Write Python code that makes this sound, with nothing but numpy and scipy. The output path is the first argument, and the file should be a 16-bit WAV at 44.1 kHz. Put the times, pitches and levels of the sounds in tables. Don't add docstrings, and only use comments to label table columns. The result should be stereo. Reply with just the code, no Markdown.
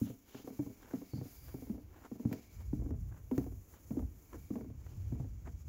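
import sys
import numpy as np
from scipy import signal
from scipy.fft import rfft, irfft, next_fast_len
from scipy.io import wavfile
from scipy.ndimage import uniform_filter1d

SR = 44100
rng = np.random.default_rng(int(sys.argv[2]) if len(sys.argv) > 2 else 0)


def store_pcm(level_fs):
    pcm = np.round(np.clip(level_fs, -1, 1) * 32767).astype(np.int16)
    wavfile.write(sys.argv[1], SR, np.atleast_2d(pcm).T)


N = 250840
TIME = np.arange(N) / SR
AGE = np.arange(int(0.4 * SR)) / SR

# t/s, level/dB, top treble relative/dB, lower treble relative/dB (before trims)
JACKET_RUSTLE = [(0.0, -56, 3, -17), (0.2, -67, 1, -5), (0.37, -64, 2.5, 6.5), (0.64, -63, 1.5, -3),
                 (1.2, -65.5, 3, 7.5), (1.33, -59.5, 6.5, 2.5), (1.7, -67, 6, 3), (1.77, -74.5, 5.5, 8),
                 (2.28, -66.5, 0.5, -0.5), (2.32, -63.5, 2, 12.5), (2.85, -67, -1.5, -9),
                 (3.27, -69.5, 2, -15), (3.37, -63.5, 4.5, 5), (3.57, -63.5, 1, -24),
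                 (4.52, -65.5, 2, -1.5), (4.76, -68, -2, -7), (4.92, -66.5, -1.5, -1),
                 (5.68, -68.5, -3.5, -8.5)]
# f/Hz, level/dB, t60/s (time to fall by 60 dB)
PLANK_MODES = [(386, 1, 0.12), (443.4, -0.5, 0.16), (501.6, 4.5, 0.06), (613, -2, 0.081), (677, -9.5, 0.22),
               (795, -0.5, 0.069), (913, -4, 0.032), (947, -6.5, 0.077), (1122, -1.5, 0.042),
               (1312, -7.5, 0.09), (1640, -40, 0.024), (2180, -18, 0.033)]
# t/s, thud/dB, pitch f/Hz, knock/dB, sag of the span/dB, ring t60/s (levels before trims)
HEEL_STRIKES = [(0.014, -21, 241.6, -56, -25, 0.045), (0.591, -29.5, 303.4, -47, -29, 0.093),
                (1.134, -25, 221, -54, -27, 0.032), (1.696, -27.5, 225, -54, -45, 0.069),
                (2.251, -23, 236, -51, -22, 0.067), (2.729, -24, 267, -52, -32, 0.045),
                (3.313, -30, 266.5, -41.5, -44, 0.15), (3.907, -29.5, 221, -49, -33.5, 0.053),
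                (4.504, -24.5, 283, -51, -34.5, 0.036), (5.121, -30, 258, -54, -26.5, 0.052)]
# t/s, thud/dB, pitch f/Hz, knock/dB, sag/dB, rub of the roll/dB (levels before trims)
SOLE_SLAPS = [(0.099, -42, 252, -51.5, -35, -69), (0.664, -41, 292, -52, -37, -67),
              (1.212, -38, 273, -51.5, -34, -72), (1.745, -42, 250, -57.5, -64, -59),
              (2.33, -36.5, 271, -46.5, -36.5, -60), (2.819, -35.5, 269, -59.5, -38, -56.5),
              (3.378, -24, 276, -40, -25, -52.5), (3.969, -26, 281, -49.5, -46, -53),
              (4.556, -30, 236, -46, -62, -53), (5.199, -39.5, 269, -53, -27, -61)]
SOLE_T60_S = 0.056


def undb(db):
    return 10 ** (np.asarray(db) / 20)


def unit(x):
    return x / np.sqrt(np.mean(x ** 2))


def colour(x, points):
    hz, db = np.transpose(points)
    size = next_fast_len(x.shape[-1] + SR // 10)
    f = np.maximum(np.fft.rfftfreq(size, 1 / SR), 1)
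    gain = undb(np.interp(np.log(f), np.log(hz), db))
    return irfft(rfft(x, size) * gain, size)[..., :x.shape[-1]]


def noise(points):
    return unit(colour(rng.standard_normal((2, N)), points))


def walk(rate):
    k = max(int(SR / rate), 1)
    steps = np.repeat(rng.standard_normal(N // k + 1), k)
    return unit(uniform_filter1d(steps, k)[:N])


def curve(rows):
    s, *columns = np.transpose(rows)
    return [np.interp(TIME, s, c) for c in columns]


def bump(s, width_s):
    return np.exp(-((TIME - s) / width_s) ** 2 / 2)


def fade(t60):
    return np.exp(-np.log(1000) * AGE / t60)


def onset(rise_s):
    return 1 - np.exp(-(AGE / rise_s) ** 2)


def add(track, s, sound):
    i = max(int(s * SR), 0)
    track[i:i + len(sound)] += sound[:N - i]


def grains(per_s, scatter_db):
    size = undb(scatter_db * np.minimum(rng.exponential(size=N), 3))
    happens = rng.random(N) < per_s / SR
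    return rng.choice([-1, 1], N) * size * happens


def from_below(x):
    # f/Hz, lag/s
    port_lag = [(300, 0.00022), (900, 0.00035)]
    size = next_fast_len(N + SR // 10)
    f = np.fft.rfftfreq(size, 1 / SR)
    lag = np.interp(f, *np.transpose(port_lag))
    left = irfft(rfft(x, size) * np.exp(-2j * np.pi * f * lag), size)[:N]
    return np.array([left, x])


def bog(level_db=-66):
    # f/Hz, level/dB
    bog_colour = [(20, -3), (65, 6), (150, -12), (300, -7.5), (600, -17.5), (1200, -19), (2500, -28.5),
                  (5000, -48), (16000, -36)]
    air = from_below(noise(bog_colour)[0]) + 0.89 * noise(bog_colour)
    swell_db = 1.5 * walk(3)
    return air * undb(level_db + swell_db)


def breeze(left_db=-2, right_db=-1, eddy_db=2.5):
    # t/s, level/dB
    gusts = [(0.0, -75), (1.16, -67), (1.46, -42), (1.58, -52), (1.75, -37.5), (2.16, -67), (2.39, -71),
             (2.54, -40), (2.86, -29.5), (3.13, -35.5), (3.23, -42), (3.51, -38), (3.82, -52.5),
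             (4.05, -32.5), (4.24, -50.5), (5.04, -32.5), (5.41, -39), (5.68, -35.5)]
    # f/Hz, level/dB
    breeze_colour = [(15, -44), (35, -11), (50, 2.5), (72, 3), (105, -3.5), (150, -15), (220, -27.5),
                     (350, -37), (700, -62), (2000, -94)]
    jolt_after_s, jolt_width_s = 0.11, 0.11
    jolt_top_db, lee_db = -48, -32.5
    gust, = curve(gusts)
    jolt = sum(bump(heel[0] + jolt_after_s, jolt_width_s) for heel in HEEL_STRIKES)
    rumble = noise(breeze_colour) * undb(eddy_db * walk(14))
    lee = colour(rumble[0], [(75, -2), (160, -7.0), (400, -10)])
    left = undb(gust + lee_db) + jolt * undb(np.minimum(gust, jolt_top_db))
    return np.array([lee * left * undb(left_db), rumble[1] * undb(gust + right_db)])


def sleeve(width=0.066):
    # t/s at the loudest, level/dB, pitch f/Hz, half length/s
    slides = [(1.16, -67, 4530, 0.031), (1.412, -77, 4800, 0.15)]
    step = 1 + width
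    out = np.zeros((2, N))
    for s, db, hz, length in slides:
        band = [(hz / step ** 3, -35), (hz / step, -6), (hz, 0), (hz * step, -6), (hz * step ** 3, -35)]
        out += noise(band) * undb(db) * bump(s, length)
    return out


def resonance(level_db=-14, swell_db=2):
    # f/Hz, level/dB
    resonance_colour = [(1900, -27), (2200, 3), (2300, 4), (2400, -2.5), (2700, -30)]
    db, _, body = curve(JACKET_RUSTLE)
    return noise(resonance_colour) * undb(db + body / 2 + level_db + swell_db * walk(7.7))


def jacket(level_db=-1.5, top_db=1.5, lower_db=2, flutter_db=1.42):
    # f/Hz, level/dB
    jacket_colour = [(300, 9.5), (1200, 7.5), (2300, -0.5), (2650, -2.5), (3700, -6.5), (4700, -5.5),
                     (6000, 1.5), (8000, 3), (16000, 6)]
    lull_after_s, lull_width_s, lull_db = 0.2, 0.068, -3
    db, bright, body = curve(JACKET_RUSTLE)
    lull = sum(bump(heel[0] + lull_after_s, lull_width_s) for heel in HEEL_STRIKES)
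    hiss = noise(jacket_colour)
    top = colour(hiss, [(7000, -40), (9000, 0)])
    lower = colour(hiss, [(1200, -12), (2200, 0), (5000, 0), (6500, -20)])
    hiss = hiss + top * (undb(bright + top_db) - 1) + lower * undb(body + lower_db)
    return hiss * undb(db + level_db + lull_db * lull + flutter_db * walk(60))


def trousers(level_db=-2, catch_db=3.5, spread=0.74, rise=1.2, fall=0.88):
    # t/s at the loudest, level/dB, half length/s before stretching, crisp edge relative/dB
    swishes = [(0.079, -63, 0.025, 0.5), (0.374, -56.5, 0.034, -5.5), (0.835, -57, 0.012, -13),
               (0.926, -51.5, 0.024, -26), (1.494, -57, 0.014, -14), (1.971, -59, 0.027, -19),
               (2.053, -54.5, 0.015, -21), (2.613, -60.5, 0.016, -20.5), (3.162, -58, 0.024, -28),
               (3.763, -58.5, 0.019, -14.5), (4.35, -52.5, 0.014, -33.5), (4.91, -65, 0.032, -13),
               (5.476, -54, 0.011, -28)]
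    # f/Hz, level/dB
    trouser_colour = [(150, 0), (320, 6), (600, 1), (950, 5.5), (1300, 4.5), (1650, 2), (2200, -9.5),
                      (3200, -23.5), (5000, -33), (8000, -21), (16000, -40)]
    # f/Hz, level/dB
    edge_colour = [(1200, -20), (2000, 1), (3000, 14), (4500, 2.5), (7000, -3), (16000, -53)]
    snags_per_s, snag_db = 140, -5.5
    slide, edge = np.zeros(N), np.zeros(N)
    for s, db, length, crisp in swishes:
        half_length = length * np.where(TIME < s, rise, fall)
        stroke = undb(db) * np.exp(-np.abs((TIME - s) / half_length) ** 1.28 / 2)
        slide += stroke
        edge += stroke * undb(crisp)
    threads = []
    for path in range(3):
        slips = unit(grains(900, 5.4))
        snags = undb(snag_db) * unit(grains(snags_per_s, 2.7))
        threads.append(unit(colour(slips + snags, trouser_colour)))
    cloth = from_below(threads[0]) + spread * np.array(threads[1:])
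    catching = undb(catch_db * walk(110))
    return (cloth * slide * catching + noise(edge_colour) * edge) * undb(level_db)


def grit(crack_t60=0.019, tail_db=-26, level_db=1):
    # t/s, level/dB
    cracks = [(2.328, -35.5), (3.313, -56), (3.379, -39.5)]
    # f/Hz, level/dB
    grit_colour = [(300, -13), (900, 9), (2000, 15.5), (3500, -5), (6000, -3.5), (11000, -3), (16000, 8.5)]
    crush = np.zeros(N)
    snap, crumble = onset(0.0003), fade(0.2)
    for s, db in cracks:
        add(crush, s, undb(db + level_db) * snap * (fade(crack_t60) + undb(tail_db) * crumble))
    fragments = np.array([grains(6000, 3) for port in range(2)])
    return crush * unit(colour(fragments, grit_colour))


def bending_wave(hz, t60, glide=1.0, glide_s=0.0029, sink=0.95, rise_s=0.0072, after_db=-23, after_t60=0.32):
    cycles = hz * (sink * AGE + glide * glide_s * (1 - np.exp(-AGE / glide_s)))
    swell = 0.23 * onset(0.0048) + onset(rise_s)
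    direct = -np.sin(2 * np.pi * cycles) * swell * fade(t60)
    boards = 0
    for f in (189.4, 221.1, 253.5, 295.0):
        board_hz = f * (1 + 0.0286 * rng.standard_normal())
        boards = boards + np.sin(2 * np.pi * (board_hz * AGE + rng.random()))
    return direct + undb(after_db) * boards * onset(0.0053) * fade(after_t60)


def roll(level_db=-3, body_db=6, slips_per_s=500, scatter_db=3.5):
    width_s, after_s, sole_hz = 0.034, 0.019, 267.3
    pressure = sum(undb(db) * bump(s + after_s, width_s) for s, *_, db in SOLE_SLAPS)
    modes = 0
    for hz, db, t60 in PLANK_MODES:
        modes = modes + undb(db) * rng.choice([-1, 1]) * np.sin(2 * np.pi * hz * AGE) * fade(t60 / 2)
    slips = grains(slips_per_s, scatter_db)
    creak = unit(signal.fftconvolve(slips, modes)[:N])
    body = unit(signal.fftconvolve(slips, bending_wave(sole_hz, SOLE_T60_S))[:N])
    return from_below((creak + undb(body_db) * body) * pressure * undb(level_db))


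def span_sag():
    # f/Hz, level/dB, t60/s
    span_modes = [(100, -16, 0.32), (125, -1.5, 0.12)]
    stiffness = 1 + 0.05 * rng.standard_normal()
    bounce = sum(undb(db) * np.sin(2 * np.pi * hz * stiffness * AGE) * fade(t60)
                 for hz, db, t60 in span_modes)
    return onset(0.0042) * bounce


def knock(settle_db=-25):
    ring = 0
    for hz, db, t60 in PLANK_MODES:
        strength = undb(db + 2.26 * rng.standard_normal()) * rng.choice([-1, 1])
        mode_hz = hz * (1 + 0.042 * rng.standard_normal())
        ring = ring + strength * fade(t60) * np.sin(2 * np.pi * mode_hz * AGE)
    taps = undb(settle_db) * grains(700, 2)[:len(AGE)] * fade(0.14)
    taps[0] = 1
    sound = signal.fftconvolve(taps, ring)[:len(AGE)]
    return sound / np.sqrt(np.mean(sound[AGE < 0.014] ** 2))


def blows():
    # t/s, thud/dB, pitch f/Hz, knock/dB, sag/dB
    loose_planks = [(0.346, -40, 246, -52, -45), (0.442, -44, 277, -59.5, -51),
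                    (0.474, -39.5, 280, -45.5, -51), (0.502, -43, 249, -59, -58),
                    (0.935, -26.5, 265, -47, -38.5), (1.016, -42.5, 291, -53, -70),
                    (1.18, -45, 273, -61, -30), (1.542, -37, 275.5, -50, -35), (1.62, -41, 264, -54, -44),
                    (1.779, -49, 272, -59, -64), (2.115, -34, 252, -50.5, -43),
                    (2.196, -37.5, 246, -52.5, -66), (2.313, -36, 241, -48.5, -33),
                    (2.86, -38, 280, -63, -38), (2.906, -34.5, 271.6, -49.5, -44),
                    (3.464, -40.5, 309, -51.5, -41.5), (3.993, -46, 260, -50, -62),
                    (4.342, -42.5, 323, -51.5, -62), (4.609, -39.5, 223, -50.5, -44),
                    (4.659, -39, 255, -85, -54), (5.472, -48, 267, -53.5, -57)]
    loose_t60_s = 0.065
    rebound_s, rebound_spread, firmer_by_db = 0.045, 0.25, 7
    # thud/dB, pitch f/Hz, knock/dB, sag/dB, t60/s
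    rebound = (-48.5, 269.8, -59.5, -53, loose_t60_s)
    soles = [(*sole[:5], SOLE_T60_S) for sole in SOLE_SLAPS]
    loose = [(*plank, loose_t60_s) for plank in loose_planks]
    first = [*HEEL_STRIKES, *soles, *loose]
    delays = rebound_s * np.exp(rebound_spread * rng.standard_normal(len(first)))
    rebounds = [(blow[0] + delay, *rebound) for blow, delay in zip(first, delays)
                if blow[1] > rebound[0] + firmer_by_db]
    return first + rebounds


def footsteps(ring_db=4, sag_db=0, knock_db=0, scuff_db=-1):
    # f/Hz, level/dB
    scuff_colour = [(150, -32), (450, -24), (900, 10), (1500, 6), (3000, -22), (8000, -26), (16000, -19)]
    wood, rub = np.zeros(N), np.zeros(N)
    contact = onset(0.0005) * (fade(0.02) + 0.16 * fade(0.2))
    for s, thud, hz, hard, sag, t60 in blows():
        add(wood, s, undb(thud + ring_db) * bending_wave(hz, t60))
        add(wood, s, undb(sag + sag_db) * span_sag())
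        add(wood, s, undb(hard + knock_db) * knock())
        add(rub, s, undb(hard + scuff_db) * contact)
    scuff = rub * unit(colour(grains(4000, 0.73), scuff_colour))
    return from_below(wood + scuff)


def scene():
    air = bog() + breeze()
    clothes = sleeve() + resonance() + jacket() + trousers()
    return air + clothes + grit() + roll() + footsteps()


def record(dry):
    # f/Hz, level/dB
    left_port = [(60, -2), (250, 5), (1200, -0.5), (2300, 2.5), (3800, 4.5), (5500, 8.5), (7000, 13.5),
                 (7750, 3.5), (8100, -8), (9300, -6), (14300, -4.5), (15500, -1.5)]
    # f/Hz, level/dB
    right_port = [(60, -2.5), (250, 2), (1200, -5), (2300, -9.5), (4500, -1.5), (5700, -11.5), (7200, -9),
                  (7750, -23), (8100, -14), (9100, -4.5), (12500, 4.5), (14200, 2), (15500, 6)]
    top_hz = 15700
    ports = np.array([colour(dry[0], left_port), colour(dry[1], right_port)])
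    top_cut = signal.ellip(10, 0.2, 70, top_hz, fs=SR, output="sos")
    return signal.sosfilt(top_cut, ports)


dry = scene()
out = record(dry)
store_pcm(out)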